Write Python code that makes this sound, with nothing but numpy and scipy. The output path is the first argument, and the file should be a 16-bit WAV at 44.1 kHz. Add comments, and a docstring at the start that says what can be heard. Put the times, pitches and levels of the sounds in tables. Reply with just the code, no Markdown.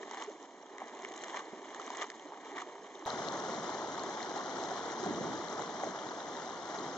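"""A hot spring pool gurgles close by and throws up bursts of water that slap back and scatter spray.
At about 3 s the scene changes with a click to a second spring, a gravel vent that churns densely.
Steam drives both: swarms of bubbles ring, large ones low and small ones high, and bursting films crackle.
Single drips, plops and slaps stand out from the boil."""
import sys
import numpy as np
from scipy import signal
from scipy.fft import rfft, irfft, next_fast_len
from scipy.io import wavfile

SR = 44100
rng = np.random.default_rng(int(sys.argv[2]) if len(sys.argv) > 2 else 0)


def generate_wav(sig):
    """Save sig (samples, or channels by samples) to the path in sys.argv[1] as 16-bit PCM at SR."""
    pcm = np.round(np.clip(np.atleast_2d(sig).T, -1, 1) * 32767).astype(np.int16)
    wavfile.write(sys.argv[1], SR, pcm)


N = 307377
TIME = np.arange(N) / SR
FREQS = np.fft.rfftfreq(N, 1 / SR)
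SCENE_CHANGE_S = 3.061


def gain_of(db):
    """dB to amplitude."""
    return 10 ** (np.asarray(db) / 20)


def db_of(gain):
    """Amplitude to dB."""
    return 20 * np.log10(gain + 1e-9)


def sum_db(*levels_db):
    """Power sum of unrelated sounds."""
    return 10 * np.log10(sum(gain_of(db) ** 2 for db in levels_db))


def unit_rms(x):
    """Scales to rms 1."""
    return x / np.sqrt(np.mean(abs(x) ** 2) + 1e-20)


def over_freqs(points):
    """Interpolates (f/Hz, value) rows at FREQS on a log axis."""
    hz, value = np.transpose(points)
    return np.interp(np.log(FREQS + 1), np.log(hz + 1), value)


def colour(spectrum, lo_hz, hi_hz):
    """Gain of a spectrum table within a soft-edged band."""
    edges = (1 + (lo_hz / (FREQS + 1)) ** 8) * (1 + (FREQS / hi_hz) ** 8)
    return gain_of(over_freqs(spectrum)) / np.sqrt(edges)


def filtered(x, gain):
    """Applies a gain given at FREQS."""
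    size = next_fast_len(N + SR // 10, True)
    response = np.interp(np.fft.rfftfreq(size, 1 / SR), FREQS, gain)
    return irfft(rfft(x, size) * response, size)[..., :N]


def add(mix, start_s, sound):
    """Mixes a sound in at start_s."""
    part = mix[..., max(round(start_s * SR), 0):][..., :sound.shape[-1]]
    part += sound[..., :part.shape[-1]]


def wander(per_s):
    """Random drift of rms 1 with per_s breakpoints a second."""
    return unit_rms(np.interp(TIME * per_s, np.arange(4096), rng.standard_normal(4096)))


def layer(sound, band_gain, level_db, surge_db):
    """Colours a swarm and makes it follow a level, with quick surges."""
    return unit_rms(filtered(sound, band_gain) * gain_of(surge_db)) * gain_of(level_db)


def bubble(hz, cycles, rise, onset_cycles=0.26):
    """An air pocket rings, rising in pitch as it nears the surface; returns a sine/cosine pair."""
    age = np.arange(int(5 * cycles * SR / hz) + 2) * hz / (SR * cycles)  # in decay times
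    envelope = (1 - np.exp(-age * cycles / onset_cycles)) * np.exp(-age)
    ring = envelope / envelope.max() * np.exp(2j * np.pi * cycles * (age + rise * age ** 2 / 2))
    return np.array([ring.imag, ring.real])


def swarm(lo_hz, hi_hz, per_s, cycles, rise, spread_db, sizes=28):
    """Bubbles of many sizes, most weak, a few strong; returns direct and scattered sound."""
    out = np.zeros((2, N))
    per_size = int(per_s * N / SR / sizes) + 1
    for hz in np.geomspace(lo_hz, hi_hz, sizes):
        when, chance, *polarities = rng.random((6000, 4))[:per_size].T
        strength = gain_of(spread_db * np.minimum(-np.log(chance + 1e-9), 3.5))
        births = np.zeros((2, N))
        for path, polarity in zip(births, polarities):
            np.add.at(path, (when * N).astype(int), strength * np.sign(polarity - .5))
        rings = signal.oaconvolve(births, bubble(hz, cycles, rise), axes=1)[:, :N]
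        out += np.sqrt(hz) * unit_rms(rings)
    return unit_rms(out) * np.sqrt(hi_hz - lo_hz)  # unit power per Hz


def bursting_films(per_s, spread_db, decay_s):
    """Each film bursts with a broad click and a tiny puff of spray."""
    strength = gain_of(spread_db * np.minimum(rng.exponential(1, N), 4))
    bursts = strength * (rng.random(N) < per_s / SR)
    power = signal.lfilter([1], [1, -np.exp(-2 / (decay_s * SR))], bursts ** 2)
    return unit_rms(np.sqrt(power) * rng.standard_normal((2, N))) * np.sqrt(SR / 2)  # unit power per Hz


# Steam pushes through the gravel: t/s, hold/s, decay/s, gurgle level/dB, stir level/dB
STEAM_PUSHES = [(3.048, 0.25, 0.12, -50, -36), (3.466, 0.13, 0.067, -47, -38),
                (4.342, 0.032, 0.099, -55, -37), (5.017, 0.3, 0.16, -42, -37),
                (5.573, 0.02, 0.021, -38, -45), (5.813, 0.04, 0.035, -47, -45),
                (6.732, 0.26, 0.26, -49, -37.5)]


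def steam_pushes(rise_s=0.02, stir_s=0.039):
    """Gurgle and stir levels in dB: a push sustains large bubbles but stirs the surface only briefly."""
    gurgle, stir = [], []
    for start_s, hold_s, decay_s, gurgle_db, stir_db in STEAM_PUSHES:
        age_s = np.maximum(TIME - start_s, 0)
        attack = 1 - np.exp(-age_s / rise_s)
        release = np.exp(-np.maximum(age_s - hold_s, 0) / decay_s)
        gurgle.append(gurgle_db + db_of(attack * release))
        stir.append(stir_db + db_of(attack * np.exp(-age_s / stir_s)))
    return sum_db(*gurgle), sum_db(*stir)


# Vent churning, slowly fading: t/s, level/dB
VENT_CHURN = [(3.06, -40.5), (4.15, -42), (4.8, -41), (5.4, -42), (5.95, -43.5), (6.65, -44), (6.85, -43)]
# Vent bubbling and spray spectra: f/Hz, relative level/dB
VENT_BUBBLE_SPECTRUM = [(25, -39.5), (50, -28), (90, -15.5), (150, -8), (250, 0.5), (380, 2.5), (520, -4.5),
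                        (700, 0), (950, -1.5), (1300, -5.5), (1600, -12), (2000, -12), (2400, -20.5)]
VENT_SPRAY_SPECTRUM = [(2300, -1.5), (3000, 1.5), (3600, -0.5), (4200, 0), (5050, -1.3), (5900, 0),
                       (6600, -4), (7300, -10.5), (7700, -17.5), (8000, -23)]


def vent():
    """A dense, even boil through gravel under a fine fizz; strong steam pushes make deeper bubbles."""
    churn_db = np.interp(TIME, *np.transpose(VENT_CHURN))
    push_db, stir_db = steam_pushes()
    gurgle_db = sum_db(churn_db - 5, push_db)
    surface_db = sum_db(churn_db, stir_db)
    surge = wander(per_s=75) + 0.18 * wander(per_s=16)
    films = bursting_films(per_s=1800, spread_db=2.0, decay_s=0.0011)
    large = swarm(34, 690, per_s=2200, cycles=2.2, rise=0.02, spread_db=2.5)
    deep = swarm(90, 187, per_s=260, cycles=2.8, rise=0.071, spread_db=3.0)
    deep *= gain_of(-3.5 + 1.5 * (gurgle_db - np.median(gurgle_db)))
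    medium = swarm(341, 2644, per_s=3500, cycles=4.0, rise=0.03, spread_db=2.0)
    medium += gain_of(-5) * films
    fine = swarm(2303, 8185, per_s=5200, cycles=9.7, rise=0.017, spread_db=2.5)
    fine += gain_of(-2.5) * films
    gurgle = layer(large + deep, colour(VENT_BUBBLE_SPECTRUM, 20, 553), gurgle_db, 0.5 * surge)
    churn = layer(medium, colour(VENT_BUBBLE_SPECTRUM, 423, 2650), surface_db, 0.49 * surge)
    fizz = layer(fine, colour(VENT_SPRAY_SPECTRUM, 2400, 8500), surface_db - 10, 0.56 * surge)
    return gain_of(-0.98) * gurgle + gain_of(0.48) * churn + gain_of(2.5) * fizz


# Gurgling between eruptions: t/s, level/dB
POOL_GURGLE = [(0, -50.5), (0.25, -57.5), (0.4, -56), (0.68, -56.5), (0.95, -53), (1.25, -51.5),
               (1.46, -54.5), (1.7, -53), (2.17, -55), (2.55, -52), (2.7, -53.5), (3.05, -54.5)]
# Simmering between eruptions: t/s, splash level/dB, spray level/dB
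POOL_SIMMER = [(0, -56, -61.5), (0.3, -57, -63), (0.58, -57.5, -64.5), (0.95, -54, -63), (1.2, -53, -58.5),
               (1.5, -55.5, -63.5), (2.15, -56.5, -61.5), (2.35, -56, -63), (3.05, -54, -62.5)]
# Eruptions: collapse t/s, build-up/s, heave level/dB, crash level/dB, spray re splash/dB
POOL_ERUPTIONS = [(0.212, 0.14, -46.5, -56.5, -8.5), (0.81, 0.1, -53, -51.5, -15.5),
                  (1.04, 0.13, -51.5, -64, -12.5), (1.25, 0.12, -58, -61, -1.5),
                  (1.372, 0.14, -47.5, -47.5, -8.5), (2.015, 0.38, -48, -47, -7),
                  (2.588, 0.25, -50.5, -45.5, -11)]


def eruptions(collapse_s=0.052, crash_s=0.027, spray_lag_s=0.0065):
    """Gurgle, splash and spray levels in dB: the simmering pool heaves, then falls back with a crash."""
    gurgle = [np.interp(TIME, *np.transpose(POOL_GURGLE))]
    times_s, *simmer_db = np.transpose(POOL_SIMMER)
    splash, spray = ([np.interp(TIME, times_s, db)] for db in simmer_db)
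    for peak_s, build_s, heave_db, crash_db, spray_db in POOL_ERUPTIONS:
        t = TIME - peak_s
        heave = heave_db + db_of(np.exp(np.minimum(t / build_s, -t / collapse_s)))
        crash = crash_db + db_of(np.exp(-(t / crash_s) ** 2 / 2))
        gurgle.append(heave - 4)
        splash += [heave, crash]
        thrown_db = sum_db(heave, crash - 0.5)
        spray.append(spray_db + np.interp(TIME - spray_lag_s, TIME, thrown_db))
    return sum_db(*gurgle), sum_db(*splash), sum_db(*spray)


# Pool bubbling and spray spectra: f/Hz, relative level/dB
POOL_BUBBLE_SPECTRUM = [(30, -50), (60, -42), (100, -36.5), (160, -25.5), (250, -10), (400, -2.5),
                        (520, -10.5), (750, -5.5), (1150, -1), (1430, -13), (1900, -5.5), (2300, -7.5)]
POOL_SPRAY_SPECTRUM = [(2300, -1), (3000, 1), (3600, -6.5), (4200, -4.5), (5050, -9), (5900, -6),
                       (6600, -4), (7300, -5.5), (7700, -13.5), (8000, -22)]


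def pool():
    """Steam heaves the pool: a gurgle and a smooth fizz that breaks into spatter at each burst."""
    gurgle_db, splash_db, spray_db = eruptions()
    surge, swell = wander(per_s=74), wander(per_s=22)
    films = bursting_films(per_s=750, spread_db=3.5, decay_s=0.0006)
    large = swarm(49.4, 976, per_s=2200, cycles=3.2, rise=0.061, spread_db=0)
    medium = swarm(480, 2680, per_s=3000, cycles=2.8, rise=0.023, spread_db=1.5)
    drops = swarm(1530, 2370, per_s=700, cycles=3.6, rise=0.029, spread_db=2.5)
    droplets = swarm(2300, 8200, per_s=4100, cycles=8, rise=0.013, spread_db=6.0)
    fizz = swarm(2360, 8340, per_s=13000, cycles=5.5, rise=0.015, spread_db=3.0)
    drop_share = np.clip(0.3 + 0.06 * (spray_db + 62), 0, 1)  # louder spray, more separate drops
    fine = np.sqrt(drop_share) * (droplets + gain_of(-1.5) * films) + np.sqrt(1 - drop_share) * fizz
    medium += np.sqrt(drop_share) * films
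    gurgle = layer(large, colour(POOL_BUBBLE_SPECTRUM, 20, 834), gurgle_db, 0.5 * surge + 0.17 * swell)
    splash = layer(medium, colour(POOL_BUBBLE_SPECTRUM, 540, 2670), splash_db,
                   0.87 * surge + 0.35 * swell)
    patter = drop_share * layer(drops, colour(POOL_BUBBLE_SPECTRUM, 1500, 2600), splash_db, 0.6 * surge)
    spray = layer(fine, colour(POOL_SPRAY_SPECTRUM, 2400, 7400), spray_db, 1.1 * surge + 0.5 * swell)
    return gain_of(2.5) * gurgle + gain_of(-1) * splash + gain_of(-3) * patter + gain_of(1.5) * spray


# Single drops: t/s, level/dB, f/Hz, left minus right/dB
DROP_HITS = [(0.2378, -36, 6590, 2), (0.2978, -53, 6650, 3), (0.428, -45, 5970, -12),
             (0.626, -50, 5850, -13), (0.665, -51, 3270, -7), (0.883, -44.5, 6220, -13),
             (0.9497, -44, 6550, -1), (1.022, -41.5, 6400, 1), (1.088, -40, 6610, -2),
             (1.1213, -41.5, 6650, -2), (1.1638, -39, 6600, 1), (1.1788, -38, 6850, 3),
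             (1.22, -43, 6790, 0), (1.305, -45, 3200, 5), (1.4554, -45, 4240, 2), (1.6455, -45, 3060, 0),
             (1.865, -37.5, 6200, 3), (1.9712, -31, 6620, 0), (2.1958, -40, 3100, 7),
             (2.273, -50, 3960, -7), (2.834, -49, 6460, 0), (2.9535, -43, 3620, 6), (2.994, -46, 6000, -7),
             (3.053, -37, 3800, 5), (3.1028, -27, 4120, 10), (3.2856, -26.5, 4220, 13),
             (3.3227, -37, 5940, 9), (3.4006, -36, 5900, 11), (3.547, -39, 3740, 9),
             (3.9198, -37.5, 6330, 7), (3.9954, -30, 4380, 13), (4.0363, -33.5, 6670, 2),
             (4.218, -37, 3590, 5), (4.2287, -31.5, 4220, 13), (4.3835, -37, 4120, 12),
             (4.6373, -35.5, 4200, 13), (4.652, -40, 5810, 9), (4.9197, -37.5, 5830, 11),
             (5.039, -35, 5800, 10), (5.4846, -39, 4070, 21), (5.5276, -34.5, 5810, 10),
             (5.616, -40, 3680, 16), (5.621, -38, 6200, 12), (5.8434, -35, 6140, -3.5),
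             (5.9895, -38.5, 3120, 11), (6.025, -41, 3270, 10), (6.0887, -39, 3790, 14),
             (6.2031, -34, 3750, -11), (6.3337, -44, 3490, 6), (6.3677, -37, 3720, 15),
             (6.787, -36, 4050, 14)]


def drips(snap_s=0.0011, scatter=0.4):
    """A drop breaks the surface with a bright snap and its tiny bubble rings; each has its own place."""
    snaps, rings = np.zeros((2, 2, N))
    t = np.arange(SR // 50) / SR
    for start_s, db, hz, balance_db in DROP_HITS:
        ring = bubble(hz, cycles=5, rise=0.016, onset_cycles=0.3)
        snap = np.exp(-t / snap_s) * rng.standard_normal((2, len(t)))
        sides = gain_of([[balance_db / 2], [-balance_db / 2]])
        to_stereo = gain_of(db) * sides / sides.mean() * np.array([[1, scatter], [1, -scatter]])
        add(snaps, start_s, to_stereo @ snap)
        add(rings, start_s, gain_of(-0.5) * (to_stereo @ ring))
    return rings + filtered(snaps, colour(VENT_SPRAY_SPECTRUM, 3000, 7400))


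# Single large bubbles: t/s, level/dB, f/Hz, length/s, glide/fraction of f
LARGE_BUBBLES = [(0.004, -45.5, 430, 0.017, 0.22), (0.026, -44, 385, 0.018, -0.17),
                 (0.172, -41, 770, 0.024, .03), (0.273, -35.5, 417, 0.028, 0.089),
                 (0.295, -43.5, 560, 0.018, -0.054), (0.31, -47.5, 290, 0.014, -0.17),
                 (1.035, -41, 394, 0.025, 0.11), (1.107, -47, 382, 0.022, 0.015),
                 (1.524, -45, 227, 0.022, 0.56), (1.53, -46, 371, 0.031, 0.025),
                 (2.025, -42, 396, 0.031, 0.14), (2.243, -47, 300, 0.037, 0.12),
                 (3.017, -43, 321, .035, 0.13), (3.071, -31.5, 836, 0.016, .03),
                 (3.259, -39, 506, 0.014, 0.0069), (3.346, -44, 555, .02, 0.12),
                 (3.443, -41, 1374, .016, .03), (3.838, -35.5, 830, .019, 0.11),
                 (4.289, -42, 310, 0.019, 0.036), (4.306, -38, 448, .015, 0.14),
                 (4.355, -36, 793, .022, 0.027), (4.388, -37, 1090, .014, .04),
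                 (4.476, -45, 293, 0.023, 0.025), (5.025, -34.5, 347, 0.021, -0.097),
                 (5.053, -36.5, 411, 0.039, -0.17), (5.057, -37, 733, 0.02, -0.13),
                 (5.059, -38, 194, 0.024, 0.075), (5.076, -36, 310, 0.032, .1), (5.102, -41, 205, .034, .1),
                 (5.12, -39, 336, .03, 0.21), (5.198, -37, 505, .026, 0.16),
                 (5.218, -37.5, 228, 0.041, 0.097), (5.24, -37, 348, .026, -0.046),
                 (5.301, -40.5, 315, 0.029, 0.18), (5.387, -43, 380, .03, -0.061),
                 (5.578, -38, 1266, 0.016, .03), (5.86, -41.5, 372, 0.021, -0.053)]


def plops():
    """A large bubble's tone swells and dies as it breaks loose, gliding up or down."""
    out = np.zeros((2, N))
    for start_s, db, hz, length_s, glide in LARGE_BUBBLES:
        progress = np.arange(0, length_s, 1 / SR) / length_s
        turns = np.cumsum(hz * (1 + glide * (progress - .5))) / SR
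        ring = np.sin(np.pi * progress) ** 2 * np.exp(2j * np.pi * turns)
        add(out, start_s, gain_of(db) * np.array([ring.imag, ring.real]))
    return out


# Water slapping down: t/s, level/dB, air pocket f/Hz, relative spray level/dB, decay/s
WATER_SLAPS = [(0.030, -38, 1800, -10, .004), (0.111, -32.5, 875, -6, 0.0038),
               (0.145, -35, 1900, -3.5, .0012), (0.171, -38, 990, -12, 0.0036),
               (0.196, -37.5, 1900, -20, .002), (0.214, -35, 1130, -20, 0.0026),
               (0.222, -36, 1116, -1, 0.0027), (0.782, -30, 1880, -10, .0015),
               (0.802, -35.5, 1930, -9, .0015), (0.818, -29, 750, -31, 0.0019),
               (0.84, -35, 1860, -15, 0.0016), (1.048, -24, 2040, -15, 0.0014),
               (1.237, -29, 1920, -5.5, 0.0016), (1.242, -43, 1500, 6, 0.002),
               (1.343, -26, 890, -30, 0.0043), (1.361, -39, 1900, -16, 0.0043),
               (1.3705, -30, 1970, -18, .0015), (1.3722, -24.5, 1130, -16, 0.0015),
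               (1.392, -32, 1140, -7, 0.0039), (1.403, -32.5, 1050, -22, 0.0028),
               (1.533, -35, 634, -29, 0.011), (1.746, -36, 1690, -3, 0.0026),
               (1.797, -30, 1240, -12, 0.0026), (1.877, -33, 984, -12, .002), (1.903, -29.5, 970, -6, .002),
               (1.934, -33.5, 907, -13, 0.0052), (1.952, -35, 1950, -9, .003),
               (2.011, -36, 1900, -19, .003), (2.0216, -29.5, 1140, -10, 0.0073),
               (2.023, -23, 1880, -14, 0.0035), (2.041, -32.5, 1100, -19, 0.0057),
               (2.101, -40.5, 1700, 9.5, 0.0018), (2.117, -37.5, 1900, -10, .002),
               (2.32, -33.5, 890, -28, 0.0027), (2.335, -36, 1090, -24, .002),
               (2.579, -30, 1230, -30, 0.0035), (2.581, -35, 2100, -22, 0.0022),
               (2.607, -37, 1900, -5, 0.0018), (2.619, -36, 1190, -7, 0.0048),
               (2.697, -42, 1140, -22, 0.0036), (2.753, -33.5, 880, -24, .002),
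               (3.023, -35, 848, -21, 0.0023), (3.066, -28.5, 820, -19, 0.0032),
               (3.692, -27.5, 850, -21, 0.0016), (3.978, -24.5, 895, -22, 0.0035),
               (4.203, -30.5, 1850, -18, .003), (4.715, -25, 703, -17, 0.0023),
               (5.06, -31.5, 740, -17, 0.0052), (5.593, -27, 880, -22, 0.0044),
               (5.601, -33, 596, -14, .004), (5.834, -21, 723, -22.5, 0.0038),
               (5.871, -27.5, 615, -26, 0.0032)]


def slaps(rise_s=0.00052, ring_lag_s=0.00076, spray_s=0.0043, band_ratio=1.3):
    """Falling water hits with a short burst around the pitch of the air it traps, and throws spray."""
    pockets, splash, spray = np.zeros((3, 2, N))
    t = np.arange(SR // 25) / SR
    for start_s, db, hz, spray_db, decay_s in WATER_SLAPS:
        envelope = (1 - np.exp(-t / rise_s)) * np.exp(-t / decay_s)
        burst = rng.standard_normal((2, len(t))) * envelope * gain_of(db)
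        band = signal.butter(1, [hz / band_ratio, hz * band_ratio], "bandpass", fs=SR)
        add(pockets, start_s + ring_lag_s, gain_of(db - 4.5) * bubble(hz, cycles=2.9, rise=0.02))
        add(splash, start_s, signal.lfilter(*band, burst))
        add(spray, start_s, burst * gain_of(spray_db) * np.exp(-t / spray_s))
    radiation = 1 / (1 + (330 / (FREQS + 1)) ** 4)  # a small pocket gives off no bass
    return (filtered(pockets, radiation)
            + gain_of(-1.5) * filtered(splash, unit_rms(colour(POOL_BUBBLE_SPECTRUM, 430, 2800)))
            + gain_of(3) * filtered(spray, unit_rms(colour(POOL_SPRAY_SPECTRUM, 1800, 12000))))


def microphones(pair, coherence, balance, lead):
    """Direct sound reaches both microphones, one a little later; scattered sound differs between them."""
    likeness = np.clip(over_freqs(coherence), 0, .999)
    direct, scattered = np.sqrt((1 + likeness) / 2), np.sqrt((1 - likeness) / 2)
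    left = gain_of(over_freqs(balance) / 2) * np.exp(.5j * over_freqs(lead))
    right = 1 / left
    mid_gain = np.hypot(direct * abs(left + right), scattered * abs(left - right)) / 2
    return np.array([filtered(pair[0], side * direct / mid_gain)
                     + filtered(pair[1], sign * side * scattered / mid_gain)
                     for side, sign in ((left, 1), (right, -1))])


# Likeness of the two microphones: f/Hz, coherence/0-1
POOL_LIKENESS = [(100, 0.97), (400, 1.0), (1100, 0.97), (1450, 0.71), (2000, 0.95), (3000, 0.71),
                 (3600, 0.2), (4200, 0.75), (5000, 0.37), (5800, 0.31), (6600, 0.79), (7400, 0.23)]
VENT_LIKENESS = [(100, 0.81), (400, 0.91), (900, 0.97), (1400, 0.8), (2000, 0.45), (3000, 0.4),
                 (4000, 0.51), (5100, 0.65), (6000, 0.6), (6800, 0.64), (7500, 0.37)]
# Stereo balance: f/Hz, left minus right/dB
POOL_PAN_DB = [(100, -9.5), (400, -2), (1100, -1), (1450, -2.5), (2000, 1), (3000, 0), (3600, 5),
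               (4200, -2.5), (5000, -5.5), (5800, 5.5), (6600, -5), (7400, -1.5)]
VENT_PAN_DB = [(100, 1), (400, -1.5), (900, 0.5), (1400, 0), (2000, 4), (3000, 5.5), (4000, 12),
               (5100, 10.5), (6000, 9.5), (6800, 2), (7500, 3.5)]
# Stereo phase: f/Hz, left lead/rad
POOL_LEAD_RAD = [(100, 0.01), (400, 0.07), (1100, 0.29), (1450, 0.92), (2000, 0.95), (3000, 1.19),
                 (3600, -1.69), (4200, 0.47), (5000, 0.67), (5800, 1.43), (6600, -0.51), (7400, 0.2)]
VENT_LEAD_RAD = [(100, 0.11), (400, 0.14), (900, 0.29), (1400, 0.86), (2000, 1.48), (3000, -0.12),
                 (4000, -0.9), (5100, 1.18), (6000, 1.12), (6800, 1.73), (7500, 2.59)]


def scene():
    """The pool, then the vent, each with slaps, plops and drips."""
    events = slaps() + plops()
    at_pool = microphones(pool() + events, POOL_LIKENESS, POOL_PAN_DB, POOL_LEAD_RAD)
    at_vent = microphones(vent() + events, VENT_LIKENESS, VENT_PAN_DB, VENT_LEAD_RAD)
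    return np.where(TIME < SCENE_CHANGE_S, at_pool, at_vent) + drips()


def change_click(db=-33, decay_s=0.00026):
    """A small step at the scene change clicks across all frequencies."""
    out = np.zeros(N)
    add(out, SCENE_CHANGE_S, gain_of(db) * np.exp(-np.arange(SR // 20) / (SR * decay_s)))
    return out


def low_passed(x, hz):
    """Steep band limit."""
    taps = signal.firwin(401, hz, window=("kaiser", 8), fs=SR)
    return signal.oaconvolve(x, taps[None], "same")


# Microphone notches: f/Hz, width/Hz
MIC_NOTCHES = [(2600, 1016), (4608, 695), (5438, 274)]


def record(dry):
    """Microphone notches and band limit; the click reaches higher than the water."""
    for hz, width_hz in MIC_NOTCHES:
        dry = signal.lfilter(*signal.iirnotch(hz, hz / width_hz, SR), dry)
    water = low_passed(dry, hz=7900)
    return low_passed(water + change_click(), hz=16000)


dry = scene()
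out = record(dry)
generate_wav(out)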